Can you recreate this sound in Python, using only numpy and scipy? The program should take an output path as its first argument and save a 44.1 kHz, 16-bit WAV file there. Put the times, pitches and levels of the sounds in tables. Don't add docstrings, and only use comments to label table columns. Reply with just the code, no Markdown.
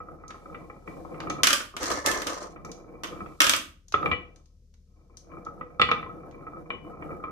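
import sys
import numpy as np
from scipy import signal
from scipy.fft import rfft, irfft, next_fast_len
from scipy.io import wavfile

SR = 44100
rng = np.random.default_rng(int(sys.argv[2]) if len(sys.argv) > 2 else 0)


def bounce(signal):
    frames = np.transpose(np.atleast_2d(signal))
    limited = np.clip(frames, -1, 1)
    pcm = np.round(limited * 32767).astype(np.int16)
    wavfile.write(sys.argv[1], SR, pcm)


N = 322371

# frequency in Hz, level in dB per Hz.
ROOM_AIR = [(15, -16.5), (33, -4), (55, -1.5), (85, -0.5), (115, -5.5), (185, -5.5), (310, -24),
            (490, -20.5), (800, -47.5), (2000, -44), (3000, -42.5), (6000, -34), (8000, -44),
            (15000, -50.5)]
# frequency in Hz, level in dB.
HUM_TONES = [(37.7, -56.5), (75.4, -60)]
# frequency in Hz, time to fall by 60 dB in seconds.
ROOM_DECAY = [(100, 0.69), (500, 0.37), (1500, 0.33), (3000, 0.33), (6000, 0.3), (10000, 0.29),
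              (15000, 0.31)]
# frequency in Hz, likeness from 0 to 1.
DIRECT_LIKENESS = [(100, 0), (400, 1), (1000, 0), (3000, 0), (15000, 0)]
ROOM_LIKENESS = [(100, 1), (300, 0.91), (600, 1), (1300, 0.16), (15000, 0.027)]
# start in seconds, end in seconds, level at the start in dB.
HISS_SPELLS = [(0.31, 0.88, -73), (0.854, 1.45, -70), (3.03, 3.4, -68)]
HISS_RISE_S, HISS_SAG_DB_PER_S, HISS_RELEASE_S = 0.04, 11, 0.06

# start in seconds, level of the click in dB, body in dB against the click.
MARBLE_CLICKS = [(0.28, -47, -28), (0.3053, -51.5, 7.5), (1.203, -47.5, 9), (1.299, -35, -10),
                 (2.6493, -45, -20), (2.716, -41, -19.5), (3.071, -44, -27), (3.8826, -49, -26.5),
                 (3.923, -40, -5.5), (4.36, -56, -12), (4.458, -64.5, -14), (4.74, -64.5, -6),
                 (5.1708, -44, -23.5), (5.45, -56, -14.5), (6.3115, -66, 6)]
# frequency in Hz, level in dB per Hz.
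GLASS_COLOUR = [(100, -36.5), (1000, -17), (2500, -19), (4000, -6), (5500, -0.5), (6300, 6), (7500, -10),
                (10000, -13.5), (15000, -27)]
# frequency in Hz, time to fall by 60 dB in seconds.
GLASS_DECAY = [(1000, 0.039), (6000, 0.037), (15000, 0.0095)]

# start in seconds, level of the clack in dB, snap in dB against the clack.
BED_CLACKS = [(1.4333, -12.5, -8), (1.44, -17.5, -9.5), (1.4705, -13.5, -8), (1.5051, -18, -11.5),
              (1.5301, -16, -7.5), (1.6046, -30, -39), (1.766, -30, -12.5), (1.8307, -33.5, -4),
              (1.9027, -31, -8.5), (2.0613, -24.5, 1), (2.1145, -28, -5), (2.2187, -33, -8),
              (2.2697, -29, -6.5), (3.035, -32.5, -10.5), (3.043, -30.5, -20.5), (3.4036, -11, -12.5),
              (3.4174, -15.5, -7), (3.4434, -19.5, -12.5), (3.467, -17.5, -11.5), (3.495, -16, -5),
              (3.5355, -16.5, -16), (3.5632, -35.5, 2.5)]
# frequency in Hz, level in dB per Hz.
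BED_COLOUR = [(40, -14.5), (150, -14.5), (300, -2.5), (450, -13), (560, -4.5), (780, -14.5), (1200, 2.5),
              (1500, 1.5), (2000, -2.5), (3100, 2), (4200, -4), (6200, 0.5), (7500, -4.5), (15000, -16)]
BED_DRUM_COLOUR = [(30, -5.5), (70, -1), (130, -8), (210, -1.5), (330, 3.5), (490, 6.5), (780, -2),
                   (1050, 3.5), (1250, 6.5), (1480, -10), (2600, -21), (6000, -44.5)]
BED_WALL_COLOUR = [(200, -22.5), (1200, -22), (1550, -15), (1750, 7), (1900, -4.5), (2100, 1), (2500, -30),
                   (5000, -51)]
BED_CHATTER_COLOUR = [(200, -34.5), (1500, 4), (2600, -7), (4500, 0.5), (6200, 5), (7500, -1.5), (9000, -6),
                      (11000, -19), (15000, -24.5)]
# frequency in Hz, time to fall by 60 dB in seconds.
PLASTIC_DECAY = [(200, 0.048), (1200, .08), (3000, .055), (7000, 0.028), (15000, .035)]
# start in seconds, level of the drumming in dB,
# ring of the walls in dB against the drumming, time to slow to rest in seconds.
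BED_SHOVES = [(1.798, -28, -10.5, 0.18), (1.884, -29, -5.5, 0.18), (2.038, -29.5, -2, 0.37),
              (2.248, -31.5, -13.5, 0.19), (2.388, -40.5, -22.5, 0.16)]
SHOVE_RISE_S = 0.034

# time in seconds, level in dB.
GROOVE_RUNS = [
    [(0.0, -44), (0.23, -54.5), (0.604, -46), (0.864, -54.5), (0.878, -45.5), (1.398, -38.5), (1.41, -40)],
    [(2.5, -49), (2.642, -49.5), (2.652, -41), (2.79, -51.5), (3.218, -43.5), (3.31, -45), (3.39, -62)],
    [(3.98, -41), (4.048, -39), (4.056, -32), (4.224, -47.5), (4.282, -60), (4.312, -56.5), (4.5, -74.5)],
    [(4.9, -79), (4.94, -79), (4.972, -68), (5.244, -61), (5.336, -49), (5.476, -48.5), (5.78, -55)],
    [(5.98, -44.5), (6.06, -48), (6.692, -48), (6.7, -43.5), (6.972, -48), (7.03, -41), (7.3, -47)],
]
# turning time in seconds, time from the turn until the swing has shrunk to 37 % in seconds.
FAR_SWINGS = [(0.92, 0.32), (2.802, 0.32), (4.398, 0.54), (5.149, 0.13), (6.33, 0.071), (6.799, 0.11)]
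# frequency in Hz, level in dB per Hz.
GROOVE_COLOUR = [(25, -25), (80, -6), (105, -14.5), (165, 7), (215, -11.5), (310, 5), (400, -4), (490, 7),
                 (570, -0.5), (750, -2), (900, -9), (1500, -17.5), (2400, -28.5), (3000, -37)]
RING_DB, FAR_RING_DB = -2.5, -17.5

# start in seconds, level of the ring in dB,
# crack in dB against the ring, left over right in dB.
WOOD_KNOCKS = [(0.0024, -32.5, -34, 0), (0.2364, -39, -35, -2.5), (0.3419, -38, -41, 0),
               (0.4562, -36.5, -36, 1), (0.5452, -35.5, -11.5, -1), (0.6985, -37, -23.5, 1),
               (0.8752, -35.5, -13.5, 1), (1.0481, -36.5, -43, 2.5), (1.143, -39.5, -16, -1),
               (1.2356, -38, -35, -14), (1.2703, -29, -30, -2), (1.3009, -24, -18.5, -1),
               (1.739, -38.5, -41, 1), (2.56, -41, -21, -1.5), (2.646, -37.5, -25, 1),
               (3.1277, -36, -34, 1.5), (3.2041, -32, -27.5, 0), (3.26, -37.5, -23, -6),
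               (3.9401, -10.5, -25, -2), (4.0284, -21, -29.5, -1), (4.0584, -18.5, -15, 0.5),
               (4.114, -20.5, -7.5, 0.5), (4.1276, -28, -10, 11), (5.0961, -57.5, -47, 6),
               (5.3166, -45.5, -23.5, 12), (5.466, -28, -42.5, -1.5), (5.61, -28.5, -30, -0.5),
               (5.7962, -12.5, -25, -2), (5.8151, -13, -7, -1), (5.888, -21, -17, 2),
               (5.914, -12.5, -16, -1), (6.0267, -31.5, -19.5, 0.5), (6.0622, -35, -31.5, 4.5),
               (6.467, -32, -32.5, -1.5), (6.703, -27.5, -7.5, 4.5), (7.022, -36, -17, 2),
               (7.2379, -26.5, -29, 1)]
# frequency in Hz, level struck in the middle in dB,
# level struck at the far left end in dB, time to fall by 60 dB in seconds.
BLOCK_MODES = [(168, -22, -22, 0.16), (492.6, -20.5, -18.5, 0.41), (828, -27, -25.5, 0.31),
               (1063, -20, -0.5, 0.067), (1227.5, -10.5, -17, 0.1), (1277.3, 2.5, -8.5, .06),
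               (1967, -14, -10.5, 0.076), (2340, -9, 8.5, 0.051), (2747, -39, -25.5, .06),
               (2970, -35.5, -10.5, 0.21), (3020, -19.5, -33, 0.019), (3540, -9, -28.5, 0.062),
               (4400, -27.5, -37.5, 0.075)]
# frequency in Hz, level in dB per Hz.
WOOD_COLOUR = [(30, -29.5), (75, 10), (150, 7.5), (350, 6.5), (550, 2), (850, -3.5), (1300, -6.5),
               (2300, -10.5), (3600, -23.5), (5000, -23.5), (7000, -33), (10000, -50.5), (15000, -47.5)]
POST_COLOUR = [(300, -28), (1500, -9), (2400, -1), (3000, -3.5), (3500, -3.5), (4200, -16), (6000, -28.5),
               (15000, -53.5)]
# frequency in Hz, time to fall by 60 dB in seconds.
WOOD_DECAY = [(100, 0.21), (500, .09), (1500, 0.033), (5000, 0.0055), (15000, 0.0078)]

WOOD_THUD_DB, WOOD_THUD_GROWTH = -25, 0.78
BED_THUD_DB, BED_THUD_GROWTH = -30, 0.4


def gain_of(db):
    return 10 ** (np.asarray(db) / 20)


def evened(x):
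    return x / np.sqrt(np.mean(x.mean(0) ** 2) + 1e-20)


def read(points, hz):
    f, value = np.transpose(points)
    return np.interp(np.log(hz + 1), np.log(f), value)


def add(mix, s, sound):
    part = mix[:, max(round(s * SR), 0):][:, :sound.shape[1]]
    part += sound[:, :part.shape[1]]


def level(rows):
    s, db = np.transpose(rows)
    times = np.r_[s[0] - .1, s, s[-1] + .4]
    return gain_of(np.interp(np.arange(N) / SR, times, np.r_[-120, db, -120]))


def colour(x, points):
    size = 2 * next_fast_len(x.shape[1] // 2 + 1024)
    cepstrum = irfft(np.log(gain_of(read(points, np.fft.rfftfreq(size, 1 / SR)))))
    cepstrum[1:size // 2] *= 2
    cepstrum[size // 2 + 1:] = 0
    return irfft(rfft(x, size) * np.exp(rfft(cepstrum)), size)[:, :x.shape[1]]


def noise_pair(count, same, t60=None):
    hz, t, z = signal.stft(rng.standard_normal((2, count)), SR, nperseg=256)
    likeness = np.clip(read(same, hz), -1, 1)[:, None]
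    z[1] = likeness * z[0] + np.sqrt(1 - likeness ** 2) * z[1]
    if t60 is not None:
        z = z * gain_of(-60 * t / read(t60, hz)[:, None])
    return signal.istft(z, SR)[1][:, :count]


def panned(x, db):
    return x * gain_of([[db / 2], [-db / 2]])


def in_room(x, wet_db, gap=0.0037):
    tail = noise_pair(SR // 2, ROOM_LIKENESS, ROOM_DECAY)
    tail *= np.clip(np.arange(SR // 2) / SR / gap - .5, 0, 1)
    tail *= gain_of(wet_db) / np.linalg.norm(tail[0])
    tail[:, 0] = 1
    return signal.fftconvolve(x, tail, axes=1)


def dense_ring(body, t60, lag_count=6):
    left, right = colour(noise_pair(SR // 4, DIRECT_LIKENESS, t60), body)
    return evened(np.array([left, np.pad(right, (lag_count, 0))[:len(left)]]))


def block_ring(far, spread_db=0, lag=0.00015, rise=0.0013):
    t = np.maximum(np.arange(SR // 4) / SR - np.array([[0], [lag]]), 0)
    hz, middle_db, end_db, t60 = np.transpose(BLOCK_MODES)[:, :, None, None]
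    db = middle_db + far * (end_db - middle_db) + spread_db * rng.standard_normal(hz.shape)
    sign = (-1) ** (np.arange(len(hz)) // 2)[:, None, None]
    modes = sign * gain_of(db - 60 * t / t60) * np.sin(2 * np.pi * hz * t)
    return evened(modes.sum(0) * (1 - np.exp(-t / rise)))


def contact(ring, db, soft_hz=2300, hard_hz=14000, skid=0.11, skid_s=0.013):
    hard = np.clip((db + 31) / 17, 0, 1)
    t = np.arange(SR // 20) / SR
    grains = rng.standard_normal(len(t)) * (rng.random(len(t)) < .05)
    force = (1 - hard) * skid * np.exp(-t / skid_s) * grains
    force[0] = 1
    corner_hz = min(soft_hz * (hard_hz / soft_hz) ** hard, SR / 3)
    dulled = signal.sosfilt(signal.butter(5, corner_hz, fs=SR, output="sos"), ring)
    return signal.fftconvolve(dulled, force[None], axes=1)


def blow(ring, bands, dbs):
    head = ring.mean(0)[:SR // 100]
    power = 2 * abs(rfft(head, 4096)) ** 2 / (4096 * len(head))
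    hz = np.fft.rfftfreq(4096, 1 / SR)
    have = [10 * np.log10(power[(hz > lo) & (hz < hi)].sum()) for lo, hi in bands]
    return colour(ring, [(np.sqrt(lo * hi), db - h) for (lo, hi), db, h in zip(bands, dbs, have)])


def rolling(rings, per_s, spread_db, wet_db):
    size = gain_of(spread_db * np.minimum(rng.exponential(1, N), 2.5)) * rng.choice([-1, 1], N)
    force = size * (rng.random(N) < per_s / SR)
    spot = rng.integers(0, len(rings), N)
    out = np.zeros((2, N))
    for k, ring in enumerate(rings):
        ring_in_room = in_room(ring, wet_db)[:, :SR // 2]
        out += signal.oaconvolve((force * (spot == k))[None], ring_in_room, axes=1)[:, :N]
    return evened(out)


def room_tone(air_db=-62, hum_db=-2):
    t = np.arange(N) / SR
    hum = sum(gain_of(db) * np.sqrt(2) * np.sin(2 * np.pi * (hz * t + rng.random())) for hz, db in HUM_TONES)
    air = evened(colour(noise_pair(N, ROOM_LIKENESS), ROOM_AIR))
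    return panned(gain_of(air_db) * air, db=0.5) + panned(gain_of(hum_db) * hum, db=4)


def hiss():
    hiss_colour = [(1000, -16), (3500, 2), (6300, 2), (12000, -5), (15000, -7)]
    noise = evened(colour(noise_pair(N, ROOM_LIKENESS), hiss_colour))
    t, loudness = np.arange(N) / SR, np.zeros(N)
    for start, end, db in HISS_SPELLS:
        age, over = np.maximum(t - start, 0), np.maximum(t - end, 0)
        sagging = gain_of(db - HISS_SAG_DB_PER_S * age)
        loudness += np.minimum(age / HISS_RISE_S, 1) * sagging * np.exp(-over / HISS_RELEASE_S)
    return noise * loudness


def clicks(click_db=-7, body_db=-1, sparkle_db=-23, wet_db=-4):
    out = np.zeros((2, N))
    bands = [(1500, 3500), (4000, 8000), (9000, 15000)]  # body, click, sparkle in Hz
    for s, db, body in MARBLE_CLICKS:
        band_dbs = [db + body + body_db, db + click_db, db + sparkle_db]
        click = blow(dense_ring(GLASS_COLOUR, GLASS_DECAY), bands, band_dbs)
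        add(out, s, in_room(click, wet_db))
    return out


def coasting(start, rest_s):
    t = np.arange(N) / SR - start
    return np.clip(t / SHOVE_RISE_S, 0, 1) * np.clip(1 - (t - SHOVE_RISE_S) / rest_s, 0, 1) ** 2


def bed_roll(rumble_db=0.0, walls_db=-2, rattle_db=-7):
    on_floor = np.max([gain_of(db) * coasting(s, rest_s) for s, db, _, rest_s in BED_SHOVES], axis=0)
    at_walls = np.max([gain_of(db + walls) * coasting(s, rest_s) for s, db, walls, rest_s in BED_SHOVES], axis=0)
    layers = [(BED_DRUM_COLOUR, rumble_db, on_floor),
              (BED_WALL_COLOUR, walls_db, at_walls),
              (BED_CHATTER_COLOUR, rattle_db, on_floor)]
    out = np.zeros((2, N))
    for body, db, drive in layers:
        rings = [dense_ring(body, PLASTIC_DECAY) for _ in range(3)]
        out += rolling(rings, per_s=120, spread_db=3.5, wet_db=-0.5) * gain_of(db) * drive
    return out


def clacks(clack_db=-7, snap_db=-1, wet_db=-3, pan_db=-1.5):
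    out = np.zeros((2, N))
    bands = [(150, 800), (1000, 4000), (5000, 15000)]  # thud, clack, snap in Hz
    for s, db, snap in BED_CLACKS:
        band_dbs = [BED_THUD_DB + BED_THUD_GROWTH * db, db + clack_db, db + snap + snap_db]
        clack = blow(dense_ring(BED_COLOUR, PLASTIC_DECAY), bands, band_dbs)
        add(out, s, in_room(clack, wet_db))
    return panned(out, pan_db)


def bumps(ring_db=-7):
    dull_contact = [(100, -6), (500, 1.5), (1300, 1), (1700, -6.5), (2350, -8), (3000, -25), (5000, -35)]
    jolts = [colour(dense_ring(WOOD_COLOUR, WOOD_DECAY) + gain_of(ring_db) * block_ring(far), dull_contact)
             for far in np.linspace(0, 1, 4)]
    return rolling(jolts, per_s=26, spread_db=2.0, wet_db=-4)


def groove_ring(far):
    soft_contact = [(200, -2.5), (1300, 7.5), (1800, 0.5), (2350, -7.5), (2900, -21), (4000, -33.5)]
    rings = [colour(block_ring(far), soft_contact) for _ in range(3)]
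    return rolling(rings, per_s=100, spread_db=7.5, wet_db=-8)


def groove_roll(rumble_db=-1.5, bumps_db=-5, lumpy_db=2.47, lump_hz=9):
    middle, end = groove_ring(0), groove_ring(1)
    t = np.arange(N) / SR
    far = np.clip(sum(np.exp(-((t - s) / width_s) ** 2) for s, width_s in FAR_SWINGS), 0, 1)
    ring = (np.sqrt(1 - far) * middle + np.sqrt(far) * end) * gain_of(RING_DB + FAR_RING_DB * far)
    thuds = [dense_ring(GROOVE_COLOUR, WOOD_DECAY) for _ in range(7)]
    rumble = rolling(thuds, per_s=330, spread_db=1.5, wet_db=-2.0)
    patches = signal.sosfilt(signal.butter(2, lump_hz, fs=SR, output="sos"), rng.standard_normal(N))
    rumble = rumble * gain_of(rumble_db + lumpy_db * patches / patches.std())
    together = panned(rumble, db=0.5) + ring + gain_of(bumps_db) * bumps()
    return together * sum(level(run) for run in GROOVE_RUNS)


def knocks(ring_db=-6.5, crack_db=-1, body_db=1.5, chatter_db=-10, wet_db=-7, hard_crack_db=6):
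    out = np.zeros((2, N))
    bands = [(150, 700), (1000, 1500), (2000, 4500)]  # thud, ring, crack in Hz
    for s, db, crack, pan in WOOD_KNOCKS:
        far = np.clip((pan + 2) / 5, 0, 1)
        clear = block_ring(far, spread_db=3.5)
        body = gain_of(body_db) * dense_ring(WOOD_COLOUR, WOOD_DECAY)
        chatter = gain_of(chatter_db) * dense_ring(POST_COLOUR, PLASTIC_DECAY)
        struck = contact(clear + body + chatter, max(db, db + crack + hard_crack_db))
        band_dbs = [WOOD_THUD_DB + WOOD_THUD_GROWTH * db, db + ring_db, db + crack + crack_db]
        knock = blow(struck, bands, band_dbs)
        add(out, s, in_room(panned(knock, pan), wet_db))
    return out


def scene():
    return room_tone() + hiss() + clicks() + bed_roll() + clacks() + groove_roll() + knocks()


def record(dry):
    heard = signal.sosfilt(signal.butter(4, 31, "highpass", fs=SR, output="sos"), dry)
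    lowpass = signal.firwin(301, 15200, window=("kaiser", 8), fs=SR)
    return signal.oaconvolve(np.clip(heard, -1, 1), lowpass[None], "same", axes=1)


dry = scene()
out = record(dry)
bounce(out)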